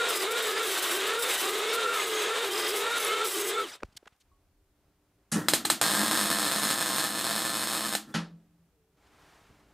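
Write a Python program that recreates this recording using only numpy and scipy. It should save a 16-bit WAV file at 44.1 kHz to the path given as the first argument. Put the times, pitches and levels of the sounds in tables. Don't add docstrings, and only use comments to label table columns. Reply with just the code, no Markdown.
import sys
import numpy as np
from scipy import signal
from scipy.fft import rfft, irfft, next_fast_len
from scipy.io import wavfile
from scipy.ndimage import uniform_filter1d

SR = 44100
rng = np.random.default_rng(int(sys.argv[2]) if len(sys.argv) > 2 else 0)


def digitize_waveform(pressure):
    field = np.atleast_2d(pressure).T
    bounded = np.clip(field, -1, 1)
    quanta = np.round(bounded * 32767).astype(np.int16)
    wavfile.write(sys.argv[1], SR, quanta)


def boost_factor(decibels):
    exponent = np.asarray(decibels, float) / 20
    return 10 ** exponent


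N = 429093
T = np.arange(N) / SR
SPLICE_HZ = 90


def rms_one(x):
    return x / np.sqrt(np.mean(x ** 2) + 1e-20)


def in_time(rows):
    s, *columns = np.transpose(rows)
    return [np.interp(T, s, column) for column in columns]


def at_hz(points, hz):
    point_hz, value = np.array(points)[:, 0], np.array(points)[:, 1]
    return np.interp(np.log(hz), np.log(point_hz), value)


def drift(rate_hz, size=N):
    points = rng.standard_normal(int(size / SR * 400) + 2)
    return 1.4 * np.interp(np.arange(size) / SR * min(rate_hz, 399), np.arange(len(points)), points)


def butter(x, order, hz, kind="low"):
    return signal.sosfilt(signal.butter(order, hz, kind, fs=SR, output="sos"), x)


def sine(hz, t=T, phase=0):
    return np.sin(2 * np.pi * hz * t + phase)


def swell(events):
    return sum(height * np.exp(-((T - s) / half_s) ** 2) for s, half_s, height in events)


# frequency in Hz, side under mid in dB.
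SIDE_UNDER_MID = [(60, -11.5), (200, -20.5), (400, -17.5), (1000, -18), (4000, -16), (14000, -12)]


def stereo_noise(spectrum, size=N, peaks=()):
    padded = next_fast_len(size)
    hz = np.fft.rfftfreq(padded, 1 / SR) + 1
    shape_db = at_hz(spectrum, hz)
    for centre_hz, width_hz, db in peaks:
        shape_db = shape_db + db / (1 + (2 * (hz - centre_hz) / width_hz) ** 2)
    mid, side = rfft(rng.standard_normal((2, padded))) * boost_factor(shape_db)
    side = side * boost_factor(at_hz(SIDE_UNDER_MID, hz))
    return rms_one(irfft([mid + side, mid - side], padded)[:, :size])


# frequency in Hz, t60 in s.
ROOM_DECAY = [(100, 0.39), (250, 0.5), (700, 0.33), (1500, 0.21), (4000, 0.25), (16000, 0.17)]


def dying_noise(spectrum, rise_s, peaks=(), early=0.):
    t = T[:SR]
    hz = np.fft.rfftfreq(SR, 1 / SR) + 1
    spec = rfft(stereo_noise(spectrum, SR, peaks))
    out = 0
    for octave in np.arange(5, 15):
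        share = np.clip(1 - abs(np.log2(hz) - octave), 0, 1)
        t60_s = at_hz(ROOM_DECAY, 2. ** octave)
        out = out + irfft(spec * share, SR) * boost_factor(-60 * t / t60_s) / np.sqrt(t60_s)
    out = out * (1 - np.exp(-t / rise_s))
    out = out * (1 + early * np.exp(-t / 0.087))
    return out / np.sqrt(np.sum(out ** 2) / 2)


def play(clicks, answer):
    return signal.fftconvolve(np.atleast_2d(clicks), np.atleast_2d(answer), axes=1)[:, :N]


def ring(clicks, modes):
    out = 0
    for hz, db, t60_s in modes:
        radius, angle = boost_factor(-60 / (t60_s * SR)), 2 * np.pi * hz / SR
        struck = clicks * boost_factor(db) * (1 + 0.31 * drift(60)) + 1e-18
        feedback = [1, -2 * radius * np.cos(angle), radius * radius]
        out = out + signal.lfilter([0, np.sin(angle)], feedback, struck)
    return out


# time in s, turns per s.
COAST_DOWN = [(3.63, 415), (3.66, 344), (3.69, 280), (3.707, 225), (3.727, 170), (3.742, 135), (3.768, 88)]
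# start in s, hold in s, easing off in s, bite in dB, shaft sag in turns per s.
PRESSES = [(0.088, 0.14, .03, -36.5, 75), (0.316, 0.0067, 0.011, -31.5, 3), (0.382, 0.014, 0.017, -38.5, 3),
           (0.425, 0.092, .03, -37.5, 45), (0.629, 0.29, 0.22, -36, 77), (1.198, 0.079, 0.029, -36.5, 8),
           (1.283, 0.12, .3, -34.5, 80), (1.733, 0.026, 0.014, -34, 3), (1.941, 0.28, .05, -41, 46),
           (2.19, .03, .03, -38, 3), (2.424, 0.21, 0.2, -40.5, 62), (2.679, 0.012, 0.044, -36.5, 3),
           (2.762, 0.0092, 0.061, -36, 3), (2.899, .02, 0.044, -43, 3), (2.969, 0.097, 0.062, -39, 35),
           (3.247, 0.12, 0.048, -35, 70), (3.374, 0.12, 0.041, -35, 48)]


def pressing():
    skim_db, press_s = -47.5, .012
    free_turns_per_s, tiring_per_s, inertia_s = 468, 4.5, .035
    bite_db, load = np.full(N, skim_db), np.zeros(N)
    for s, hold_s, ease_s, db, sag in PRESSES:
        corners_s = np.cumsum([s - press_s, press_s, hold_s, ease_s])
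        pressure = np.interp(T, corners_s, [0, 1, 1, 0])
        bite_db = np.maximum(bite_db, skim_db + (db - skim_db) * pressure)
        load = np.maximum(load, sag * pressure)
    lag = np.exp(-1 / (inertia_s * SR))
    sag = signal.lfilter([1 - lag], [1, -lag], load)
    speed = free_turns_per_s - tiring_per_s * T + 4.5 * drift(16) - sag
    return bite_db, np.where(T < COAST_DOWN[0][0], speed, in_time(COAST_DOWN)[0])


# frequency in Hz, level in dB per Hz.
COOLING_AIR = [(88, -71), (150, -38.5), (341, -12.5), (439, -10.5), (578, -11), (821, -12), (1140, -9),
               (1360, -8.5), (1720, -10.5), (3770, -12), (5360, -22), (8560, -19.5), (16000, -54)]
# frequency in Hz, level in dB per Hz.
DISC_BITE = [(1760, -28), (3000, -9), (4600, -6), (5140, -1.5), (6860, -6), (7830, -0.5), (12600, -4.5),
             (15300, -6), (16000, -33)]
# centre in Hz, width in Hz, lift in dB.
DISC_MODES = [(5000, 250, 9.5), (5700, 160, -2.5), (7700, 430, 15), (10200, 500, 13.5), (12900, 1600, 9)]
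# multiple of shaft speed, level over the air in dB.
SHAFT_ORDERS = [(4, -12), (5, -10.5), (6, -16.5), (7, -16.5)]
# multiple of shaft speed, running level in dB, coasting level in dB.
COMMUTATOR_ORDERS = [(8, -43, -51), (16, -54, -50), (24, -66, -57), (32, -66, -52)]
# time in s, half length in s, shaft tone, third order and air change in dB.
GRIP_SHIFTS = [(0.184, 0.042, -4, -6, -2.5), (0.434, 0.021, -2.5, -13.5, -4), (0.827, 0.088, -9.5, -2, 0),
               (1.373, 0.046, -21, -13, -1), (0.063, .015, -4, -2, 3), (1.158, 0.011, -1, -10, 2),
               (1.251, .03, -1.5, -5, -2), (1.791, 0.022, -2, -6, 0), (0.59, .04, 0, 1.5, 1.5),
               (2.82, .06, 1, -5, 0), (1.884, 0.04, 2, 4.5, -2.5), (1.98, 0.061, -6, 0.5, 1.5),
               (2.14, 0.15, 1, 3, 2), (2.397, 0.08, -1.5, -6, 1), (2.947, 0.062, -10.5, -3.5, 0.5),
               (3.154, 0.05, 0, 2, 0), (3.317, 0.025, -14, -9, 0), (3.447, 0.076, 0.5, -8, -2.5),
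               (3.586, 0.021, 0, 10, 1.5)]
# time in s, change of tones, air and disc in dB.
POWER_OFF = [
    (3.52, 1.5, 3, -1),
    (3.62, 2.5, -1.5, -6),
    (3.66, -7, -8.5, -2),
    (3.7, -30, -14, 4),
    (3.76, -44, -19, -6),
    (3.8, -39, -39, -57),
]


def cutter():
    tone_base_db, air_base_db, speed_up = -36.5, -35, 8
    housing_hz, housing_width_hz, housing_db = 1408, 150, -32.5
    tones_off_db, air_off_db, disc_off_db = in_time(POWER_OFF)
    bite_db, speed = pressing()
    tone_grip_db, third_grip_db, air_grip_db = [
        swell([(row[0], row[1], row[column]) for row in GRIP_SHIFTS]) for column in (2, 3, 4)]
    tone_db = tone_base_db + tones_off_db + 0.37 * drift(23) + tone_grip_db
    detuning = 2 * (3 * speed - housing_hz) / housing_width_hz
    housing_lift_db = 10 * np.log10(0.069 + 1 / (1 + detuning ** 4))
    third_db = housing_db + tones_off_db + third_grip_db + 1.3 * drift(12) + housing_lift_db
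    air_db = air_base_db + air_off_db + air_grip_db + 1.2 * drift(10)

    piece, fade = np.divmod(T * SPLICE_HZ, 1)
    piece = piece.astype(int)
    fade = np.clip(fade / .5, 0, 1)
    luck = rng.standard_normal((piece[-1] + 2, 4))
    starts = np.minimum(np.arange(len(luck)) * SR // SPLICE_HZ, N - 1)
    turn = 2 * np.pi * np.cumsum(speed[starts][piece]) / SR
    skipped = (speed_up - 1) * turn[starts] + .3 * np.cumsum(luck[:, 0]) + 0.56 * luck[:, 3]
    old, new = turn + skipped[np.maximum(piece - 1, 0)], turn + skipped[piece]

    third_luck_db = 2.7 * uniform_filter1d(luck[piece // 2, 0], size=150)
    levels = [(1, tone_db + 3.5),
              (2, tone_db - 13.0 + 3.9 * drift(9)),
              (3, third_db + 0.5 + third_luck_db)]
    for order, db in SHAFT_ORDERS:
        levels.append((order, air_db + db + 3 * drift(9)))
    coasting = T > COAST_DOWN[1][0] - .01
    for order, running_db, coast_db in COMMUTATOR_ORDERS:
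        treble_loss_db = 22 * np.clip(np.log2(order * speed / 4700), 0, 2)
        db = np.where(coasting, coast_db - treble_loss_db, running_db)
        levels.append((order, db + 1.8 * drift(30)))
    tones = 0
    for order, db in levels:
        flutter = 1 + 0.094 * min(order - 1, 5) * drift(150)
        spliced = fade * np.sin(order * new) + (1 - fade) * np.sin(order * old)
        tones = tones + boost_factor(db) * flutter * spliced
    turning = np.clip((COAST_DOWN[-1][0] - T) / .03, 0, 1)
    tones = tones * turning * (1 + 0.044 * drift(300) * [[1], [-1]])

    air = boost_factor(air_db - 1.0 + 1.2 * drift(45)) * stereo_noise(COOLING_AIR, peaks=[(3770, 500, 4.6)])
    bite_luck, ring_luck = uniform_filter1d(luck[piece // 2, 1:3].T, size=90)
    bite_db = bite_db + disc_off_db + 0.67 * np.cos(new)
    bite = boost_factor(bite_db + 0.1 + 2.4 * bite_luck) * stereo_noise(DISC_BITE)
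    disc_ring = boost_factor(bite_db - 9.5 + 6.4 * ring_luck) * stereo_noise(DISC_BITE, peaks=DISC_MODES)
    disc = bite + disc_ring
    slowing = np.clip((T - COAST_DOWN[0][0]) / .06, 0, 1)
    disc = disc - 0.95 * slowing * butter(disc, 1, 6000, "high")
    return tones + (air + disc) * (T < POWER_OFF[-1][0])


# start in s, end in s, frequency in Hz, level in dB, steady share from 0 to 1.
RIM_SONGS = [(.1, .23, 5000, -40, 0.4), (.43, .48, 7800, -40, 0.3), (1.18, 1.3, 8900, -45, 0.4),
             (1.675, 1.725, 5400, -36.5, 0.2), (1.96, 2.06, 6600, -41, 0.4), (1.98, 2.08, 7950, -42, .5),
             (2.12, 2.28, 6460, -41, 0.5), (2.19, 2.24, 7800, -43, .3), (2.415, 2.2, 5000, -38, 0.9),
             (2.525, 2.73, 5000, -35, 0.15), (2.96, 3.06, 6230, -39, .2), (2.97, 3.02, 9930, -33.5, 0),
             (3.04, 3.07, 11000, -32, .1), (3.37, 3.49, 6500, -46, 0.98), (3.38, 3.48, 7950, -47, .5),
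             (3.25, 3.6, 7900, -44.5, .2), (3.04, 3.09, 5400, -44, .2), (2.6, 2.73, 5450, -40, 0),
             (1.95, 1.9, 5000, -45.5, 0.5), (.19, .23, 4700, -38, .3), (0.65, .9, 4400, -47, .5),
             (.47, 0.59, 4900, -41, .6), (0.7, .92, 3000, -43.5, .6), (2.13, 2.2, 6280, -46, .4),
             (2.6, 2.6, 3900, -39, .8), (1.33, 1.44, 3000, -39, .6)]


def squeals():
    out = np.zeros(N)
    blips = np.clip(np.sin(np.pi * SPLICE_HZ * T + .5), 0, 1)
    for start, stop, hz, db, steady in RIM_SONGS:
        span = slice(int(start * SR), int(stop * SR))
        t = T[span]
        waver, wander = drift(250, size=SR)[:len(t)], drift(90, size=SR)[:len(t)]
        edges = np.interp(t, [start, start + .008, stop - .008, stop], [0, 1, 1, 0])
        level = edges * boost_factor(db) * (steady + (1 - steady) * blips[span]) * (1 + 0.47 * waver)
        out[span] += level * sine(hz, t, 1.6 * wander)
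    return out


# time in s, dip in dB, spatter in dB, blow to the room in dB.
COLD_STRIKES = [
    (5.4845, -4, -12, -3.5),
    (5.5357, -2.5, -12, -2),
    (5.6498, -32, -26.5, -17),
    (5.6523, -20, -17.5, -9),
    (5.7005, -14, -11, -2),
    (5.8141, -3.5, -12.5, -5),
    (7.9514, -8.5, -19, -11),
]


def strikes():
    cracks, blows = np.zeros((2, N))
    t = T[:400]
    for s, peak_db, spatter_db, blow_db in COLD_STRIKES:
        at = int(s * SR)
        spatter = rng.standard_normal(400) * np.exp(-t / 0.0017) * np.clip(t / 0.0014, 0, 1)
        cracks[at:][:400] += boost_factor(spatter_db) * spatter
        cracks[at] += boost_factor(peak_db)
        blows[at] = boost_factor(blow_db)
    return cracks, blows


# time in s, peak in dB.
RESTRIKES = [(5.8224, -4), (5.8398, -4), (5.8641, -5), (5.9106, -8), (5.937, -7), (5.9506, -5),
             (6.0813, -6), (6.1124, -3), (6.1318, -6), (6.1449, -7), (6.153, -6), (6.1744, -4),
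             (6.2321, -7), (6.2701, -9), (6.3026, -4), (6.3145, -5), (6.3276, -8), (6.348, -9),
             (6.3865, -6), (6.3966, -8), (6.4527, -8), (6.5208, -7), (6.5847, -9), (6.6337, -6),
             (6.6524, -6), (6.6719, -8), (6.704, -5), (6.711, -6), (6.7297, -8), (6.7854, -10),
             (6.8607, -8), (6.8909, -9), (6.9315, -10), (6.9618, -7), (6.9835, -5), (6.9968, -8),
             (7.0408, -8), (7.2434, -8), (7.2676, -8), (7.2927, -11), (7.3001, -10), (7.3289, -11),
             (7.3536, -9), (7.3626, -8), (7.4199, -9), (7.4516, -8), (7.5023, -11), (7.5525, -10),
             (7.5612, -11), (7.5707, -11), (7.6085, -13), (7.617, -11), (7.634, -10), (7.7337, -9),
             (7.7504, -10), (7.85, -11), (7.9267, -10), (7.9365, -10)]
# time in s, short circuits per s, usual peak in dB.
SHORT_CIRCUITS = [(5.81, 113, -7.5), (6.38, 107.6, -10), (6.42, 136, -9.5), (6.62, 160, -13),
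                  (6.66, 115, -11), (7.95, 121, -14)]
# start in s, end in s, change in dB.
FALTERS = [
    (6.085, 6.111, -9),
    (6.272, 6.301, -5),
    (7.938, 7.95, -12),
]


def short_circuits():
    strong = np.array(RESTRIKES)
    per_s, usual_db = in_time(SHORT_CIRCUITS)
    usual_db = usual_db + sum(db * (T > start) * (T < stop) for start, stop, db in FALTERS)
    first_s, last_s = SHORT_CIRCUITS[0][0] + .01, SHORT_CIRCUITS[-1][0] - .005
    strong = strong[(strong[:, 0] > first_s) & (strong[:, 0] < last_s)]
    clicks = np.zeros(N)
    clicks[(strong[:, 0] * SR).astype(int)] = boost_factor(strong[:, 1] - 1.5)
    marks = np.r_[COLD_STRIKES[-2][0], strong[:, 0], COLD_STRIKES[-1][0]]
    for start, stop in zip(marks, marks[1:]):
        luck = rng.standard_normal((60, 2))
        count = max(round((stop - start) * per_s[int(start * SR)]), 1)
        place = (np.arange(1, count) + .2 * luck[:count - 1, 0]) / count
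        at = ((start + place * (stop - start)) * SR).astype(int)
        clicks[at] = boost_factor(usual_db[at] - 2.5 + 2.4 * luck[:count - 1, 1])
    return clicks


# centre in Hz, width in Hz, share removed.
PATH_NULLS = [(440, 120, .6), (770, 50, .6), (1500, 60, .7), (2250, 300, .3), (4680, 80, .6),
              (5870, 420, .6), (10100, 500, .6), (13600, 900, .6)]


def cancel(x):
    for hz, width_hz, share in PATH_NULLS:
        x = x - share * signal.lfilter(*signal.iirpeak(hz, hz / width_hz, fs=SR), x)
    return x


# delay in ms, gain.
CLOSE_ECHOES = [(.09, -.3), (.17, .13), (.25, -.2), (.3, .27), (.39, .39), (.44, .1), (.49, .32),
                (.56, -.1), (.7, .15), (1.04, .14), (1.25, .13)]
# frequency in Hz, level in dB per Hz.
ARC_COLOUR = [(40, -20), (88, -44), (150, -16.5), (217, -5.5), (328, -1.5), (448, -18), (662, -4.5),
              (979, -7.5), (1290, -4.5), (2220, -8), (4160, -2.5), (5910, -5.5), (9080, -2), (14800, -7),
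              (16000, -37.5)]
# centre in Hz, width in Hz, lift in dB.
BENCH_MODES = [(173, 22, 7), (212, 28, 16), (340, 60, 9.5), (1460, 570, 6.5), (1787, 320, 4.5),
               (4170, 730, 2.5), (5350, 130, 5.5), (184, 9, -6.5), (425, 57, -6), (1490, 79, -13)]
# centre in Hz, width in Hz, change in dB.
ROOM_NOTCHES = [(2170, 74, -3.5), (5500, 1300, -3.5), (9820, 540, -9), (13700, 6000, -4)]
# time in s, half length in s, extra share.
POOL_SURGES = [
    (6.005, .045, 1.1),
    (6.12, .02, .5),
    (6.305, 0.016, 0.6),
]
PART_MODES_HZ = [171, 217, 312, 689, 800, 1077, 1279, 1570, 1757, 3752, 4127, 5286, 8523, 9147]
# level in dB, t60 in s.
PART_RING = [(-49.5, 0.15), (-38.5, 0.28), (-39.5, 0.18), (-36.5, 0.17), (-38, 0.2), (-36, 0.14),
             (-31.5, 0.11), (-41, 0.1), (-33, 0.12), (-36, 0.092), (-34.5, 0.1), (-37.5, 0.11), (-41, 0.12),
             (-37.5, .08)]
# frequency in Hz, level in dB, t60 in s.
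STRIKE_RING = [(820, -23, 0.035), (1783, -22, 0.044), (3250, -23.5, 0.013), (4070, -15, 0.05),
               (5020, -29.5, 0.092), (8300, -23, 0.052)]
# frequency in Hz, level in dB, t60 in s.
BENCH_JOLT = [(42, -52, .25)]


def arc():
    clicks = short_circuits()
    near = np.zeros(64)
    near[0] = 1
    for delay_ms, gain in CLOSE_ECHOES:
        near[round(delay_ms * SR / 1000)] -= gain
    near = np.convolve(near, [.54, 1, .56])

    answers = [dying_noise(ARC_COLOUR, 0.003, BENCH_MODES + ROOM_NOTCHES, early=0.31) for _ in range(4)]
    wander = np.array([drift(6.7) for _ in answers])
    shares = 1 + 0.32 * wander + .35 * rng.standard_normal((4, N))
    shares = shares * [[1.6], [1], [1], [1]]
    shares = shares / np.linalg.norm(shares, axis=0)
    room = sum(play(clicks * share, answer) for share, answer in zip(shares, answers))
    room = room + swell(POOL_SURGES) * butter(room, 2, 2000)

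    cold, blows = strikes()
    dull = [(hz, db - max(np.log2(hz / 4000), 0)) for hz, db in ARC_COLOUR]
    wide = dying_noise(dull, 0.0024, ROOM_NOTCHES[1:], early=0.53) + 0.49 * answers[0]
    room = cancel(room) + boost_factor(0.5) * play(blows, wide)

    part = ring(clicks, [(hz, *row) for hz, row in zip(PART_MODES_HZ, PART_RING)])
    heard = -play(clicks + cold, near) + boost_factor(6.5) * room - part - ring(blows, STRIKE_RING)
    return butter(heard, 2, 105, "high") + ring(blows, BENCH_JOLT)


# time in s, rms in dB, treble change in dB.
SWITCHING = [
    (5.316, -32, 10.5),
    (8.14, -33, -8.5),
]
# frequency in Hz, level in dB per Hz.
CLUNK_COLOUR = [(35, -44.5), (60, -22), (202, -14), (822, -10.5), (1740, -6), (2190, -12.5), (4320, -12.5),
                (6000, -14), (8320, -16.5), (11300, -19.5), (16000, -61.5)]
# frequency in Hz, level in dB, t60 in s.
CASE_MODES = [(62, -41, 0.5), (168, -22, 1.3), (190, -29, .9), (214, -18, 0.7), (298.6, -31.5, 0.93),
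              (573, -39.5, 0.66), (810, -33, 0.52), (1324, -35, .9), (2051, -40.5, 0.46), (2530, -37, 0.91),
              (2910, -36, .7), (4300, -40, .5)]
# frequency in Hz, level in dB per Hz.
FEED_COLOUR = [(59, -46.5), (100, -18.5), (219, -7.5), (558, -22.5), (621, -26.5), (1830, -24.5),
               (2170, -38), (8640, -39.5), (16000, -46.5)]
# time in s, level in dB.
FEED_COURSE = [
    (5.33, -54),
    (5.36, -31.5),
    (5.48, -43),
    (5.8, -51),
    (8, -62),
    (8.1, -50),
    (8.16, -54),
    (8.2, -84.5),
]
# frequency in Hz, level over the feed in dB.
FEED_LINES = [(310, -3), (1350, -14), (1900, -17)]
# start in s, end in s, frequency in Hz, level in dB.
VALVE_WHISTLE = (8.115, 8.14, 3450, -66)


def welder():
    out, since = np.zeros((2, N)), T[:SR]
    for s, level_db, treble_db in SWITCHING:
        colour = [(hz, db + treble_db * np.clip(np.log2(hz / 4000), 0, 1)) for hz, db in CLUNK_COLOUR]
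        out[:, int(s * SR):][:, :SR] += boost_factor(level_db + 34.0) * dying_noise(colour, 0.0047)
        for hz, db, t60_s in CASE_MODES:
            panel = boost_factor(-60 * since / (0.2 * t60_s))
            after = 0.053 * min(350 / hz, 1) * boost_factor(-60 * since / t60_s + 3.6 * drift(25, size=SR))
            mode = boost_factor(db) * (panel + after) * (1 - np.exp(-since / 0.014)) * sine(hz, since)
            out[:, int((s + .006) * SR):][:, :SR] += mode
    start, stop, hz, db = VALVE_WHISTLE
    out += (T > start) * (T < stop) * boost_factor(db + 3.9 * drift(93)) * sine(hz)
    hum = sum(boost_factor(db + 1.914 * drift(43)) * sine(hz, phase=1.5 * drift(11)) for hz, db in FEED_LINES)
    level = boost_factor(in_time(FEED_COURSE)[0] + 2.2 * drift(30))
    running = (T > FEED_COURSE[0][0]) * (T < FEED_COURSE[-1][0])
    return out + running * level * (stereo_noise(FEED_COLOUR) + hum)


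# time in s, peak in dB, centre in Hz, burst in s.
KNOCKS = [(3.802, -43, 1240, 0.0046), (3.822, -33, 429, 0.0051), (3.832, -21, 440, 0.0013),
          (3.8326, -20, 1400, 0.0013), (3.837, -32.5, 78.1, 0.0048), (3.884, -48, 61, 0.0036),
          (3.924, -56, 138, 0.0032), (3.845, -52, 4000, .008), (3.922, -54, 4000, .006),
          (3.949, -54, 3000, 0.0046), (4.12, -56.5, 2500, 0.0091), (4.163, -60, 7000, .002),
          (4.2, -54, 7000, .006), (3.967, -39, 11000, .004), (3.953, -51, 94.2, 0.004),
          (3.966, -27.5, 5500, 0.0055), (3.972, -30.5, 3340, 0.0033), (4.027, -43.5, 357, 0.0031),
          (4.056, -42, 1370, 0.003), (4.063, -40.5, 387, 0.0055), (4.073, -34, 1570, 0.0039),
          (4.122, -53, 122, 0.0033), (4.204, -51, 4480, 0.0097), (4.214, -67.5, 64, 0.0051),
          (4.314, -67.5, 61.9, 0.0055), (9.389, -58, 953, 0.0043), (9.495, -50, 62, 0.0077),
          (9.498, -49, 190, 0.0086), (9.679, -58, 116, 0.004)]
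# time in s, level in dB, frequency in Hz, t60 in s.
STEEL_DING = (4.316, -66, 1110, .25)


def handling():
    out = np.zeros(N)
    for s, db, hz, burst_s in KNOCKS:
        width_s = max(burst_s, .0008)
        burst = rng.standard_normal(2000) * np.exp(-(T[:2000] / width_s - 1.2) ** 2)
        rung = butter(burst, 2, [hz * 0.45, min(hz * 1.6, 18000)], "band")
        skirt = butter(burst, 2, min(hz * 3.5, 18000))
        knock = rung / abs(rung).max() + 0.44 * skirt / abs(skirt).max()
        start = int(s * SR) - 40
        out[start:][:2000] += boost_factor(db - 7.5) * knock[:N - start]
    out = butter(out, 2, 13000)
    s, db, hz, t60_s = STEEL_DING
    out += (T > s) * boost_factor(db - 60 * np.clip(T - s, 0, None) / t60_s) * sine(hz)
    return out


# frequency in Hz, level in dB per Hz.
RUMBLE = [(12, -40), (20, -18.5), (58, -6), (113, -13), (172, -14), (270, -20.5), (301, -9.5), (328, -24.5),
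          (399, -12), (434, -23.5), (607, -21), (802, -24.5), (16000, -50)]
# time in s, level in dB.
RUMBLE_LEVEL = [(0, -73), (3.8, -72.5), (4.2, -83.5), (4.26, -71.5), (4.8, -72), (5.25, -70.5),
                (8.3, -70.5), (8.8, -72.5), (9, -67), (9.73, -64.5)]
# frequency in Hz, level in dB, start in s, end in s.
FAR_HUMS = [
    (298, -85, 4.25, 24),
    (447, -76, 8.7, 10),
    (57.1, -69.5, 4.22, 4.73),
    (106, -77.5, 4.5, 3.6),
]
# time in s, level in dB.
RUSTLES = [
    [(3.78, -77), (3.814, -70), (3.984, -72.5), (4.138, -74), (4.3, -86.5)],
    [(8.97, -73), (9.034, -68), (9.166, -63.5), (9.348, -60), (9.73, -70.5)],
]
# frequency in Hz, level in dB per Hz.
CLOTH_COLOUR = [(88, -46), (150, 2), (466, 3), (578, 2), (649, 6.5), (1450, 4.5), (1830, 2), (8070, -11),
                (16000, -22)]


def shop():
    floor = boost_factor(in_time(RUMBLE_LEVEL)[0] + 1.1 * drift(7.0)) * stereo_noise(RUMBLE)
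    for hz, db, start, stop in FAR_HUMS:
        on = uniform_filter1d(1. * (T > start) * (T < stop), size=4000)
        floor += on * boost_factor(db + 2.3 * drift(15.0)) * sine(hz, phase=2.8 * drift(21))
    rub = 0
    for rows in RUSTLES:
        rub = rub + boost_factor(in_time(rows)[0] - 0.5) * (T > rows[0][0]) * (T < rows[-1][0])
    return floor + rub * boost_factor(0.79 * drift(40)) * stereo_noise(CLOTH_COLOUR)


def scene():
    return cutter() + squeals() + arc() + welder() + handling() + shop()


def band_limit(x):
    return signal.sosfilt(signal.butter(12, 16660, fs=SR, output="sos"), x)


def record(dry):
    hiss_db, clip_level, top_hz = -79, 1.3, 16350
    mid, side = (dry[0] + dry[1]) / 2, (dry[0] - dry[1]) / 2
    side = side * np.clip(1.7 * (drift(45) + .5 * drift(8) - .2), .03, 1.3)
    both = mid + side * [[1], [-1]] + boost_factor(hiss_db) * rng.standard_normal(dry.shape)
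    both = clip_level * np.tanh(both / clip_level)
    both = signal.sosfilt(signal.cheby2(12, 55, top_hz, fs=SR, output="sos"), both)
    return band_limit(both)


dry = scene()
out = record(dry)
digitize_waveform(out)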